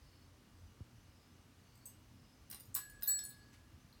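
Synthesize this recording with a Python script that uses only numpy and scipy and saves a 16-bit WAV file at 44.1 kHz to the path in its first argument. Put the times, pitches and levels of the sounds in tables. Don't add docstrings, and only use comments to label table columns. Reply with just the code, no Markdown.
import sys
import numpy as np
from scipy import signal
from scipy.fft import rfft, irfft
from scipy.io import wavfile
from scipy.ndimage import uniform_filter1d

SR = 44100
rng = np.random.default_rng(int(sys.argv[2]) if len(sys.argv) > 2 else 0)


def makeup_ratio(level_db):
    decades = np.asarray(level_db, float) / 20
    return 10 ** decades


def unload_wav(signal):
    wavfile.write(
        sys.argv[1],
        SR,
        np.round(np.clip(np.atleast_2d(signal).T, -1, 1) * 32767).astype(np.int16),
    )


N = 176400

# (frequency [Hz], relative density [dB per Hz])
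AIR_SPECTRUM = [(12, -38), (20, -12), (42, 1.5), (124, -2.5), (174, -9.5), (252, -3.5), (290, -10.5),
                (485, -16.5), (682, -19), (1140, -19.5), (2450, -23.5), (2910, -24), (3450, -25.5),
                (5150, -25.5), (7890, -31), (16500, -36.5), (18000, -47)]
AIR_RMS_DB = -63.5
# (frequency [Hz], width [Hz], level [dB])
HUM_LINES = [(88.7, 4.7, -71), (118.36, 2.1, -72.5), (244, 19, -82.5), (311.3, 8.1, -84), (1179, 11, -88.5)]
# (pitch [Hz], width [Hz], a chirp start [s], period [s], chirp length [s], level [dB])
CRICKET_CHIRPS = [(6090, 90, .22, .355, .15, -84), (5180, 80, .03, 1.07, .24, -81),
                  (4450, 80, .03, 1.62, .25, -80), (4800, 90, .52, .56, .2, -84),
                  (2880, 150, .05, .3, .2, -84)]
TRILL_HZ, TRILL_DEPTH = 46, 0.13
# (time [s], level [dB], start pitch [Hz], end pitch [Hz], length [s])
MIC_BUMPS = [(0.631, -49, 155, 84, 0.016), (0.653, -51, 100, 59.6, 0.02), (0.8057, -41, 472, 87, 0.023),
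             (3.73, -51, 152, 84.5, 0.041), (3.846, -52.5, 248, 99, 0.012)]
BUMP_SAG_S = 0.0018
TAG_MODE_HZ = [4791, 6400, 7360, 8050, 8200, 8350, 10060, 11060, 11790, 12500, 13430, 13960, 15180, 16870]
# (relative level [dB], t60 [s])
TAG_MODES = [(-19, 0.039), (-8.5, 0.035), (-12, 0.039), (-0.5, .03), (-12, .03), (-3.5, 0.024),
             (-25, 0.027), (-12.5, 0.037), (-11.5, 0.033), (-23, .02), (-3, .05), (0, 0.027), (-13, .04),
             (-23, 0.031)]
# (time [s], level [dB])
TAG_CLINKS = [(1.754, -70), (1.775, -73.5), (1.856, -50), (1.862, -53), (1.870, -58)]
TAG_CRACK_REL_DB, TAG_CRACK_HZ, TAG_CRACK_OCTAVES = -3.5, 11100, 1
# (time [s], level [dB], pitch [Hz], t60 [s])
SMALL_TICKS = [(3.927, -43, 4200, .008), (3.932, -44, 13500, .002), (3.879, -54, 14000, .0015)]
PLUNGER_MODE_HZ = [800, 1122, 1560, 1960, 2790, 3600, 3800, 4040, 4820, 5120, 5640, 5900, 6370, 6830, 7050,
                   8350, 9310, 9440, 10770, 12700, 12840, 13280, 13850, 14790, 15490, 16100]
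# (relative level [dB], t60 [s])
PLUNGER_MODES = [(-14, 0.068), (-4.5, 0.04), (-2, 0.021), (-9, 0.025), (-14, 0.027), (-16.5, 0.042),
                 (-17.5, 0.029), (-11, 0.038), (-10.5, 0.023), (-10.5, 0.03), (-9, 0.013), (-23, 0.027),
                 (-17, 0.025), (-15, 0.019), (-11, 0.015), (-12.5, 0.019), (-6, 0.017), (-10.5, 0.041),
                 (-24, 0.022), (-9, 0.017), (-12, 0.037), (-8, 0.044), (-15, 0.04), (2, 0.017), (-7, .016),
                 (-7, .02)]
# (time [s], level [dB], blow centre [Hz], blow width [octaves], claw crack level [dB])
PLUNGER_RATTLES = [(2.5, -51, 14100, 2, -44), (2.512, -46, 8250, 2.6, -43.5), (2.529, -47, 2700, 2.6, -64),
                   (2.545, -45, 12100, 1.77, -47), (2.599, -52.5, 9700, 1.7, -72),
                   (2.655, -55, 9100, 0.51, -78), (2.7435, -34.5, 7870, 0.16, -35.5),
                   (2.7503, -36.5, 13100, 2.05, -24.5), (2.761, -43, 1280, 3, -48.5),
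                   (2.898, -50, 8700, 0.48, -66), (3.011, -59, 14000, 0.52, -71),
                   (3.023, -46.5, 3550, 4, -45.5), (3.0324, -37, 15000, 0.77, -33),
                   (3.039, -44.5, 4040, 0.44, -50), (3.074, -74, 6870, 0.52, -44),
                   (3.088, -44, 5000, 2.25, -57), (3.117, -50, 1200, 0.57, -56),
                   (3.190, -45, 5100, 1.5, -41.5), (3.237, -40.5, 9300, 0.57, -45),
                   (3.251, -38.5, 8950, 0.41, -51), (3.294, -52.5, 11700, 0.75, -59),
                   (3.304, -49, 4000, 0.32, -60)]
RISE_CYCLES, CHATTER_S, CHATTER_DB, CHATTER_FADE_DB = 5.6, 0.04, -4, -9
CRACK_PEAK_S, LOOSENESS, SCATTER_DB = 0.00067, 1.2, 1.5
# (time [s], length [s], level before fades [dB])
PAW_SCUFFS = [(2.507, 0.053, -63.5), (2.745, 0.059, -57.5), (3.525, 0.033, -65.5)]
SCUFF_BAND_HZ = [1100, 5000]
DOME_MODE_HZ = [1635, 1679, 4312, 4323.6, 7865, 7855.7, 12186, 12176, 17197, 3811, 9951]
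# (relative level [dB], rise [s], free t60 [s], t60 under the paw [s],
# kind [0 main, 1 woken by the clapper, 2 close twin of a main mode])
DOME_MODES = [(-37.5, 0.0013, 0.57, 1.6, 0), (-25.5, 0.00081, 0.34, 1.39, 0),
              (-10.5, 0.0013, 0.71, 0.64, 0), (-20, 0.0027, 1.4, 1, 2), (-0.5, 0.009, 2.8, 0.37, 0),
              (-25.5, 0.0012, 0.59, 1, 2), (-1, 0.0016, 0.26, 0.011, 0), (-16.5, 0.0013, 0.69, 0.31, 2),
              (-15, .006, 0.34, 0.2, 0), (-19, 0.022, 0.68, 0.14, 1), (-11, 0.0033, 0.23, 0.031, 1)]
# (time [s], level [dB], tilt above the hum pair [dB per octave], hum pair level [dB],
# extra hum pair swell [s], clapper mode level [dB], twin mode level [dB],
# delay to the paw's touch [s], delay to the plunger brushing the rim [s])
DOME_STRIKES = [(2.746, -45.5, 13, 22.5, 0.053, -25, 12.5, 0.03, 0.094),
                (3.0753, -30, 4, 6.5, 0.00029, 1, -3.5, 0.04, 0.24)]
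BRUSH_DB, BRUSH_S = -4, 0.0043
# (frequency [Hz], t60 [s])
ROOM_DECAY = [(500, 0.083), (2000, 0.29), (6000, 0.23), (12000, 0.27), (17000, 0.041)]
ROOM_SEND_DB, DOME_ROOM_SEND_DB, ROOM_GAP_S = -5, -15, 0.007
MIC_LOW_HZ, MIC_TOP_HZ = 40, 17350


def read(points, hz):
    f, value = np.transpose(points)
    return np.interp(np.log(hz + 1), np.log(f + 1), value)


def evened(x):
    return x / np.sqrt(np.mean(x ** 2) + 1e-20)


def add(mix, time_s, sound):
    part = mix[round(time_s * SR):][:len(sound)]
    part += sound[:len(part)]


def fuzzy_tone(hz, width_hz):
    f = np.fft.rfftfreq(N, 1 / SR)
    line = 1 / (1 + (2 * (f - hz) / width_hz) ** 2)
    return evened(irfft(rfft(rng.standard_normal(N)) * line, N))


def ring(modes, colour_db, length_s=0.4, uneven=1):
    hz, db, t60 = np.array(modes).T[:, :, None]
    t = np.arange(round(length_s * SR)) / SR
    rise = 1 - np.exp(-t * hz / RISE_CYCLES)
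    fade = makeup_ratio(db + colour_db(hz) - 60 * t / t60)
    return (uneven * rise * fade * np.sin(2 * np.pi * hz * t)).sum(0)


def colour(hz, mid_hz, octaves):
    return -6 * (np.log2(hz / mid_hz) / octaves) ** 2


def crack(noise, db, mid_hz, octaves):
    t, hz = np.arange(512) / SR, np.fft.rfftfreq(512, 1 / SR) + 1
    puff = evened(irfft(rfft(noise) * makeup_ratio(colour(hz, mid_hz, octaves)), 512))
    return makeup_ratio(db) * puff * 2 * t / CRACK_PEAK_S * np.exp(-t / CRACK_PEAK_S)


def chatter(sound, draws):
    taps, late = np.zeros(4096), draws[:12] ** 2
    at = (late * CHATTER_S * SR).astype(int) % 4096
    taps[at] = makeup_ratio(CHATTER_DB + CHATTER_FADE_DB * late) * (2 * draws[12:] - 1)
    taps[0] = 1
    return signal.fftconvolve(sound, taps)


def loosely(shake):
    return 1 + LOOSENESS * uniform_filter1d(np.repeat(shake, 196, axis=1), size=196, axis=1)


def air():
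    frames, hz = N // 512 + 6, np.fft.rfftfreq(2048, 1 / SR)
    real, imag, patches = rng.standard_normal((frames, 1025, 3)).T
    patches = uniform_filter1d(patches, size=6, axis=0)
    patches = evened(uniform_filter1d(patches, size=6, axis=1))
    patchy_db = np.interp(np.log(hz + 1), np.log([150, 800]), [2.5, 0.5])[:, None]
    z = (real + 1j * imag) * makeup_ratio(read(AIR_SPECTRUM, hz)[:, None] + patchy_db * patches)
    hiss = evened(signal.istft(z, nperseg=2048, noverlap=1536)[1][:N])
    hum = sum(makeup_ratio(db) * fuzzy_tone(f, width) for f, width, db in HUM_LINES)
    return makeup_ratio(AIR_RMS_DB) * hiss + hum


def crickets():
    t, out = np.arange(N) / SR, np.zeros(N)
    for hz, width, start, period, length, db in CRICKET_CHIRPS:
        gate = uniform_filter1d(1.0 * ((t - start) % period < length), size=3000)
        trill = 1 + TRILL_DEPTH * np.sin(2 * np.pi * (TRILL_HZ * t + rng.random()))
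        out += makeup_ratio(db) * gate * trill * fuzzy_tone(hz, width)
    return out


def bumps():
    out = np.zeros(N)
    for time, db, high_hz, low_hz, length in MIC_BUMPS:
        t = np.arange(round(length * SR)) / SR
        hz = low_hz + (high_hz - low_hz) * np.exp(-t / BUMP_SAG_S)
        swell = np.sin(np.pi * (t / length) ** 0.57)
        add(out, time, makeup_ratio(db) * swell * np.sin(2 * np.pi * np.cumsum(hz) / SR))
    return out


def collar():
    out = np.zeros(N)
    scatter = rng.standard_normal((len(TAG_CLINKS), len(TAG_MODES), 1))
    touches = rng.random((len(TAG_CLINKS), 24))
    cracks = rng.standard_normal((len(TAG_CLINKS), 512))
    shakes = rng.standard_normal((len(TAG_CLINKS), len(TAG_MODES), 90))
    modes = np.c_[TAG_MODE_HZ, TAG_MODES]
    for (time, db), odd, touch, noise, shake in zip(TAG_CLINKS, scatter, touches, cracks, shakes):
        clink = ring(modes, lambda hz: db + SCATTER_DB * odd, uneven=loosely(shake))
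        add(clink, 0, crack(noise, db + TAG_CRACK_REL_DB, TAG_CRACK_HZ, TAG_CRACK_OCTAVES))
        add(out, time, chatter(clink, touch))
    for time, db, hz, t60 in SMALL_TICKS:
        add(out, time, ring([(hz, db, t60)], lambda hz: 0))
    return out


def plunger():
    out = np.zeros(N)
    scatter = rng.standard_normal((len(PLUNGER_RATTLES), len(PLUNGER_MODES), 1))
    cracks = rng.standard_normal((len(PLUNGER_RATTLES), 512))
    touches = rng.random((len(PLUNGER_RATTLES), 24))
    shakes = rng.standard_normal((len(PLUNGER_RATTLES), len(PLUNGER_MODES), 90))
    modes = np.c_[PLUNGER_MODE_HZ, PLUNGER_MODES]
    for rattle, odd, noise, touch, shake in zip(PLUNGER_RATTLES, scatter, cracks, touches, shakes):
        time, db, mid_hz, octaves, crack_db = rattle
        knock = ring(modes, lambda hz: db + colour(hz, mid_hz, octaves) + SCATTER_DB * odd,
                     uneven=loosely(shake))
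        add(out, time, crack(noise, crack_db, mid_hz, octaves / 2))
        add(out, time, chatter(knock, touch))
    return out


def paw():
    out = np.zeros(N)
    for time, length, db in PAW_SCUFFS:
        n = round(length * SR)
        grains = uniform_filter1d(rng.exponential(1, 8192) ** 2, size=40)
        grit = rng.standard_normal(8192) * grains
        grit = signal.lfilter(*signal.butter(1, SCUFF_BAND_HZ, "band", fs=SR), grit)
        add(out, time, makeup_ratio(db) * evened(grit)[:n] * np.hanning(n) ** 0.5)
    return out


def dome():
    out, t = np.zeros(N), np.arange(SR) / SR
    hz = np.array(DOME_MODE_HZ)[:, None]
    mode_db, rise, free, held, kind = np.array(DOME_MODES).T[:, :, None]
    kind = np.round(kind)
    hum = hz < 2000
    for time, db, tilt_db, hum_db, swell, clapper_db, twin_db, touch, brush in DOME_STRIKES:
        colour_db = np.where(hum, hum_db, tilt_db * np.log2(hz / 8000))
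        colour_db = colour_db + clapper_db * (kind == 1) + twin_db * (kind == 2)
        fade_db = -60 * (np.minimum(t, touch) / free + np.maximum(t - touch, 0) / held)
        fade_db = fade_db + BRUSH_DB * ~hum * np.clip((t - brush) / BRUSH_S, 0, 1)
        start = 1 - np.exp(-(t / (rise + swell * hum)) ** (1 + hum))
        level = makeup_ratio(db + mode_db + colour_db + fade_db)
        add(out, time, (start * level * np.sin(2 * np.pi * hz * t)).sum(0))
    return out


def room(x):
    taps = np.zeros(SR // 2)
    at = np.arange(round(ROOM_GAP_S * SR), SR // 2 - 20, 20)
    at = at + rng.integers(0, 20, len(at))
    taps[at] = rng.choice([-1.0, 1.0], len(at))
    hz, t, z = signal.stft(taps, SR, nperseg=128)
    decay = makeup_ratio(-60 * t / read(ROOM_DECAY, hz)[:, None])
    tail = signal.istft(z * decay, SR, nperseg=128)[1]
    return signal.fftconvolve(x, tail / np.linalg.norm(tail))[:N]


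def scene():
    bell, small = dome(), plunger() + collar() + paw()
    echo = room(makeup_ratio(ROOM_SEND_DB) * small + makeup_ratio(DOME_ROOM_SEND_DB) * bell)
    return (bell + small + echo + bumps() + crickets() + air())[None]


def top_cut(x):
    return signal.sosfilt(signal.butter(12, 18680, fs=SR, output="sos"), x)


def record(dry):
    high_pass = signal.butter(4, MIC_LOW_HZ, "high", fs=SR, output="sos")
    low_pass = signal.ellip(8, 0.5, 50, MIC_TOP_HZ, fs=SR, output="sos")
    band = signal.sosfilt(low_pass, signal.sosfilt(high_pass, dry))
    return top_cut(band)


dry = scene()
out = record(dry)
unload_wav(out)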